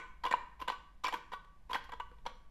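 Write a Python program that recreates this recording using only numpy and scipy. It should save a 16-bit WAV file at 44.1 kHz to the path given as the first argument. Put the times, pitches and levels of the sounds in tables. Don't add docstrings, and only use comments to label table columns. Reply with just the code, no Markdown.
import sys
import numpy as np
from scipy import signal
from scipy.fft import rfft, irfft
from scipy.io import wavfile

SR = 44100
rng = np.random.default_rng(int(sys.argv[2]) if len(sys.argv) > 2 else 0)


def boost_factor(decibels):
    exponent = np.asarray(decibels, float) / 20
    return 10 ** exponent


def digitize_waveform(pressure):
    field = np.atleast_2d(pressure).T
    bounded = np.clip(field, -1, 1)
    quanta = np.round(bounded * 32767).astype(np.int16)
    wavfile.write(sys.argv[1], SR, quanta)


N = 110250
LEAD_S = .1
CREEP_MS = 1.384


def evened(x):
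    return x / np.sqrt(np.mean(x ** 2) + 1e-20)


def read(points, hz):
    f, value = np.transpose(points)
    return np.interp(np.log(hz + 1), np.log(f + 1), value)


def coloured(x, points):
    gain = boost_factor(read(points, np.fft.rfftfreq(len(x), 1 / SR)))
    return irfft(rfft(x) * gain, len(x))


def slip(s, peak_db, upper_db, grit_db, length_ms):
    # frequency in Hz, width in Hz, level in dB.
    held = [(319.5, 350, -34.5), (492.3, 62.7, -14.5), (1000, 47.2, 3.34), (1524, 31, 1), (1909, 48, -2.5),
            (2299, 18.7, -8), (2963, 37.5, -15), (3300, 190, -21), (3900, 160, -24.5), (4610, 120, -25.5),
            (5770, 120, -35.5), (7200, 440, -33), (10900, 200, -40.5)]
    # start in seconds, main mode in Hz, favoured upper mode in Hz,
    # level of the modes below the main one in dB.
    strokes = [(-.1, 1000, 2020, -2), (.23, 1023, 2700, -2), (.30, 984, 2070, 5), (.59, 1006, 2920, -1),
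               (.67, 1000, 2930, 0.5), (1.03, 1002, 4090, -3.5), (1.12, 976, 3080, 2),
               (1.31, 1000, 2750, 5), (1.69, 998, 3250, 1), (1.88, 991, 3300, 3), (1.99, 982, 2830, 11.5),
               (2.25, 923, 3760, 7.5)]
    # frequency in Hz, level in dB per Hz.
    grit_colour = [(250, -5.5), (1500, -0.5), (3500, -6), (5500, -17), (8500, -25.5), (11300, -25),
                   (14500, -29.5)]
    fizz_db = [-15.5, 3, -0.5, 5.5, -0.5, 2.5, 5, 1, 3, 4, 1, -1.5]
    fizz_hz, fizz_edge_hz = 10800, 730
    upper_hz, favour_db = 1300, 2.5
    spot_db, spot_detune, widen = 3, 0.018, 0.7
    rise_ms, grit_t60_s = 1.92, 0.015

    u = np.arange(4096) / SR
    ms = u[:2048] * 1000
    chance = rng.random(2048)
    size = rng.exponential(1, 2048)
    sign = rng.choice([-1., 1.], 2048)
    grit = rng.standard_normal(2048)
    spot, tune = rng.standard_normal((2, len(held)))

    fade_db = np.maximum(-8 * (ms / max(length_ms, .3)) ** 2, -120)
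    force = np.minimum(ms / rise_ms + 0.087, 1) * boost_factor(fade_db)
    ticks = (chance < 4000 / SR) * sign * boost_factor(5.5 * np.minimum(size, 3)) * force

    hz, width, db = np.transpose(held)[:, :, None]
    stroke = sum(grip[0] <= s for grip in strokes) - 1
    _, main_hz, favoured_hz, low_db = strokes[stroke]
    main = db.argmax()
    octaves_squared = np.log2(hz / favoured_hz) ** 2
    db = db + low_db * (hz < hz[main]) - favour_db * (hz > upper_hz) * np.minimum(octaves_squared, 1.5)
    hz = np.where(hz == hz[main], main_hz, hz)
    width = np.maximum(width, .028 * hz)
    db = db + spot_db * spot[:, None] * np.where(hz > upper_hz, 1, .5)

    decay = np.exp(-np.pi * widen * width * u)
    soft_start = 1 - np.exp(-u * 1000 / 0.36)
    body = decay * soft_start * np.sin(2 * np.pi * hz * (1 + spot_detune * tune[:, None]) * u)
    body[main] *= np.cos(np.pi * 34.8 * u)
    modes = signal.fftconvolve(ticks[None], body, axes=1)
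    modes *= boost_factor(db) * width / abs(modes).max(1, keepdims=True)
    lower = modes[hz[:, 0] < upper_hz].sum(0)
    upper = modes[hz[:, 0] > upper_hz].sum(0)
    knock = lower / abs(lower).max() + boost_factor(upper_db) * upper / abs(upper).max()

    rasp = boost_factor(-14) * np.minimum(ms / rise_ms, 1) * np.exp(-(ms / 42) ** 2)
    rough = signal.lfilter([1], [1, -boost_factor(-60 / (grit_t60_s * SR))], abs(ticks))
    dust = evened(coloured(coloured(grit, grit_colour), np.c_[hz, spot_db * tune]))
    dust = coloured(dust, [(fizz_hz - fizz_edge_hz, 0), (fizz_hz, fizz_db[stroke])])
    knock[:2048] += boost_factor(16 + grit_db) * (rough / rough.max() + rasp) * dust
    return boost_factor(peak_db) * knock / abs(knock).max()


def snap(s, peak_db, hz):
    rise_ms, click_ms = 0.29, 0.033
    ms = np.maximum(np.arange(2048) * 1000 / SR - CREEP_MS, 0)
    decay_ms = 4.97 * (hz / 1000) ** -0.65
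    mode = (1 - np.exp(-ms / rise_ms)) * np.exp(-ms / decay_ms) * np.sin(2 * np.pi * hz * ms / 1000)
    click = (ms > 0) * (1 - ms / click_ms) * np.exp(-ms / click_ms) * min(hz / 2000, 1) ** 2
    return boost_factor(peak_db) * (mode + boost_factor(-6) * click)


def room(x):
    # frequency in Hz, t60 in seconds.
    room_t60 = [(200, 1), (530, 0.28), (1400, 0.6), (3700, 0.4555), (7000, 0.47), (12000, 0.29)]
    # frequency in Hz, level in dB.
    room_tone = [(200, -9.5), (480, 6), (750, -7), (1000, -3), (3500, -0.6), (7000, -1), (12000, -4.5)]
    room_db, gap_s = -13, 0.0077
    t, out = np.arange(len(x)) / SR, 0
    for k in range(3):
        taps = np.zeros(SR)
        at = np.arange(0, SR - 20, 20) + rng.integers(0, 20, SR // 20 - 1)
        taps[at] = rng.choice([-1., 1.], at.shape) * (at > gap_s * SR)
        hz, u, z = signal.stft(taps, SR, nperseg=256)
        tail_db = read(room_tone, hz)[:, None] - 60 * u / read(room_t60, hz)[:, None]
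        tail = signal.istft(z * boost_factor(tail_db), SR, nperseg=256)[1]
        turn = np.sqrt(2 / 3) * np.cos(2 * np.pi * (3 * t + k / 3))
        out = out + signal.fftconvolve(x * turn, tail / np.linalg.norm(tail))[:len(x)]
    return boost_factor(room_db) * out


def background():
    # frequency in Hz, level in dB per Hz.
    rumble_colour = [(10, 2.5), (22, -3), (38, -9), (54, -2), (75, -21), (200, -25), (330, -61)]
    # frequency in Hz, level in dB per Hz.
    hiss_colour = [(88, -49), (150, 5.5), (324, -7.5), (432, -10), (1170, -5.5), (1390, -29), (1510, -13.5),
                   (9360, -32.5), (14800, -38)]
    # time in seconds, level in dB.
    swell_points = [(0, 6), (.4, 7), (1.0, 4.5), (1.501, 5.5), (1.9, 8), (2.3, 9), (2.5, 4)]
    rumble_db, hiss_db = -61.5, -72.5
    a, b = rng.standard_normal((2, N))
    swell = np.interp(np.arange(N) / SR, *np.transpose(swell_points))
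    rumble = boost_factor(rumble_db + swell) * evened(coloured(a, rumble_colour))
    hiss = boost_factor(hiss_db) * evened(coloured(b, hiss_colour))
    return rumble + hiss


def ring(s, db, length):
    # frequency in Hz, level in dB, t60 in seconds.
    free = [(1140, 7, 1), (1495, 3, 0.2)]
    t = np.arange(round(length * SR)) / SR
    hz, mode_db, t60 = np.transpose(free)[:, :, None]
    edges = np.clip(np.minimum(t / .005, (length - t) / .012), 0, 1)
    modes = boost_factor(db + mode_db - 60 * t / t60) * np.sin(2 * np.pi * hz * t)
    return edges * modes.sum(0)


def screw():
    # start in seconds, peak in dB, upper modes in dB, grit in dB,
    # burst length in ms. The same columns serve all four tables.
    extra_slips = [
        (-.03, -23, -10, -33.5, 16.1),
        (.594, -45.5, -13, -32, 9.8),
        (.689, -29, -4.5, -31, 7.3),
        (1.326, -38.5, 3, -23, 17.4),
        (1.694, -47.5, -18, -27.5, 5),
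        (1.739, -29, -29, -28.5, 4.5),
    ]
    early_slips = [(0.237, -28.5, -10, -32, 5.4), (0.243, -28.5, -41, -44, 7.1),
                   (0.252, -24.5, -36, -31, 3.3), (0.262, -28, -2, -32, 5), (0.271, -30, -30, -40, 2.2),
                   (0.283, -34, -26, -29, 2.5), (0.31, -24.5, -3.5, -31, 7.7), (0.325, -26, 4.5, -24, 4.1),
                   (0.34, -36, -36, -22, 6), (0.415, -50, -44, -52.5, 34), (0.601, -40, -23, -25, 9.2),
                   (0.613, -33, -16, -30, 10), (0.622, -32.5, -19, -34, 3.5), (0.677, -30, -15, -30.5, 2.8),
                   (0.681, -25.5, -1, -28, 4.3), (0.7, -27, -15, -27, 4.1), (0.72, -36, -7, -27, 2.5),
                   (0.728, -51, -15, -38, 2.9)]
    middle_slips = [(1.037, -29, -27, -21, 8.6), (1.044, -23, -19, -33, 4.3), (1.05, -29.5, 7, -41, 8.2),
                    (1.063, -28.5, -32, -39, 1.07), (1.066, -31.5, -2, -32.5, 11),
                    (1.082, -27, -9, -29, 3.3), (1.087, -32, -1.5, -47, 7.2), (1.125, -30, -32, -30, 6.1),
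                    (1.138, -24.5, -23, -27.5, 4.73), (1.141, -38, -4, -25.5, 14),
                    (1.147, -40, -11, -4, 1.2), (1.318, -36.5, -6.5, -33, 5.6),
                    (1.332, -38, -43, -28.5, 3.5), (1.446, -56, -18, -13, 4.2)]
    late_slips = [(1.698, -36.5, -23, -37, 1.07), (1.704, -37, -20, -23.5, 12),
                  (1.715, -39, -25, -26.5, 3.5), (1.731, -25, -14, -19, 4), (1.745, -28, 6.5, -13, 8),
                  (1.75, -30, -7, -65, 3.9), (1.754, -30, -29, -26, 3.4), (1.763, -37.5, -29, -32, 8.7),
                  (1.839, -50.5, -27, -6, 13), (1.892, -43, -8, -38, 7.9), (1.92, -36.5, -2, -28, 3.2),
                  (1.926, -40, -10, -44, 10), (1.934, -38.5, -13.5, -34, 5.5),
                  (1.999, -34.5, -8, -30.5, 5.7), (2.116, -47.5, -43, -34, 0.97),
                  (2.184, -57.5, -4, -25, 4.5), (2.253, -43, -15, -30, 7), (2.263, -30.5, -11.5, -23, 5)]
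    # start in seconds, ring in dB, seconds until damped.
    lifts = [
        (.721, -49, 0.041),
        (.80, -67, .14),
        (1.143, -51.5, 0.041),
        (1.225, -65.5, 0.24),
        (1.336, -50.5, 0.05),
        (1.42, -66, 0.16),
        (2.006, -54, 0.044),
        (2.07, -71, 0.089),
        (2.27, -61.5, 0.062),
        (2.36, -74, 0.14),
    ]
    # start in seconds, peak in
    # dB, mode in Hz.
    extra_snaps = [
        (-.03, -28.5, 1533),
        (-.028, -27.5, 2240),
        (.0172, -45, 2040),
        (.7015, -45, 3500),
        (.709, -48, 2920),
        (2.0035, -32, 1000),
        (2.2665, -39, 2310),
    ]
    # start in seconds, peak in dB, mode in Hz.
    snaps = [(.2529, -36, 3300), (.262, -23.5, 1000), (.2644, -32.5, 2820), (.2714, -36.5, 2870),
             (.312, -33.5, 2830), (.3255, -25, 1832), (.3255, -36, 4030), (.3385, -14, 982),
             (.3417, -32, 2790), (.622, -39.5, 2900), (.6807, -34.5, 3630), (.6822, -52, 2050),
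             (.6829, -30.5, 2910), (.6927, -37, 4100), (.7005, -23, 1004), (.722, -42, 2880),
             (1.0426, -35, 4450), (1.0431, -41, 5600), (1.0439, -36, 3030), (1.0439, -33, 2350),
             (1.0474, -39, 2400), (1.0496, -39, 5500), (1.0504, -33, 3150), (1.0509, -37, 2520),
             (1.0618, -40, 5350), (1.0623, -36, 3500), (1.0633, -29.5, 2430), (1.0686, -34.5, 4560),
             (1.0688, -36.5, 5470), (1.0688, -36, 3500), (1.0696, -29.5, 2320), (1.0808, -41, 5500),
             (1.0815, -39, 3360), (1.0865, -39, 1950), (1.0883, -37, 2760), (1.1257, -38, 3260),
             (1.1397, -35, 3300), (1.1436, -46, 3100), (1.1466, -42, 3270), (1.3355, -27.5, 976),
             (1.7135, -30.5, 1000), (1.7321, -27.5, 3284), (1.7343, -36, 4650), (1.7458, -26.5, 1937),
             (1.7458, -35, 3300), (1.7498, -47, 3240), (1.7498, -42, 5300), (1.753, -25.5, 906),
             (1.756, -34.5, 2930), (1.7602, -27, 1560), (1.84, -62, 11000), (1.9239, -46.5, 3340),
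             (1.926, -36, 1000), (1.938, -48.5, 3300), (2.0002, -27, 1000), (2.0067, -40, 2880),
             (2.2624, -30.5, 885), (2.2641, -36, 3300), (2.262, -43, 4280), (2.265, -42, 5810)]
    out = np.zeros(N + SR)
    slips = [*extra_slips, *early_slips, *middle_slips, *late_slips]
    for rows, sound in (slips, slip), (lifts, ring), ([*extra_snaps, *snaps], snap):
        for s, *row in rows:
            part = sound(s, *row)
            at = round((s + LEAD_S - CREEP_MS / 1000) * SR)
            out[at:at + len(part)] += part
    low_cut = signal.butter(4, 220, "high", fs=SR, output="sos")
    return signal.sosfilt(low_cut, out)


def scene():
    # frequency in Hz, level in dB.
    side_colour = [(60, -41), (250, -53), (3500, -44.5), (5200, -21), (6800, -9), (14400, -8.5)]
    tin = screw()
    mid = (tin + room(tin))[round(LEAD_S * SR):][:N] + background()
    z = signal.stft(mid, nperseg=128)[2]
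    side = signal.istft(z * np.exp(2j * np.pi * rng.random(z.shape)), nperseg=128)[1][:N]
    side = coloured(np.pad(side, (0, 4096)), side_colour)[:N] * np.sqrt(2)
    return np.array([mid + side, mid - side])


def top_cut(x):
    return signal.sosfilt(signal.butter(12, 14990, fs=SR, output="sos"), x)


def record(dry):
    edge = signal.firwin(255, 14000, window=("kaiser", 9), fs=SR)
    mix = signal.oaconvolve(dry, edge[None], "same")
    return top_cut(mix)


dry = scene()
out = record(dry)
digitize_waveform(out)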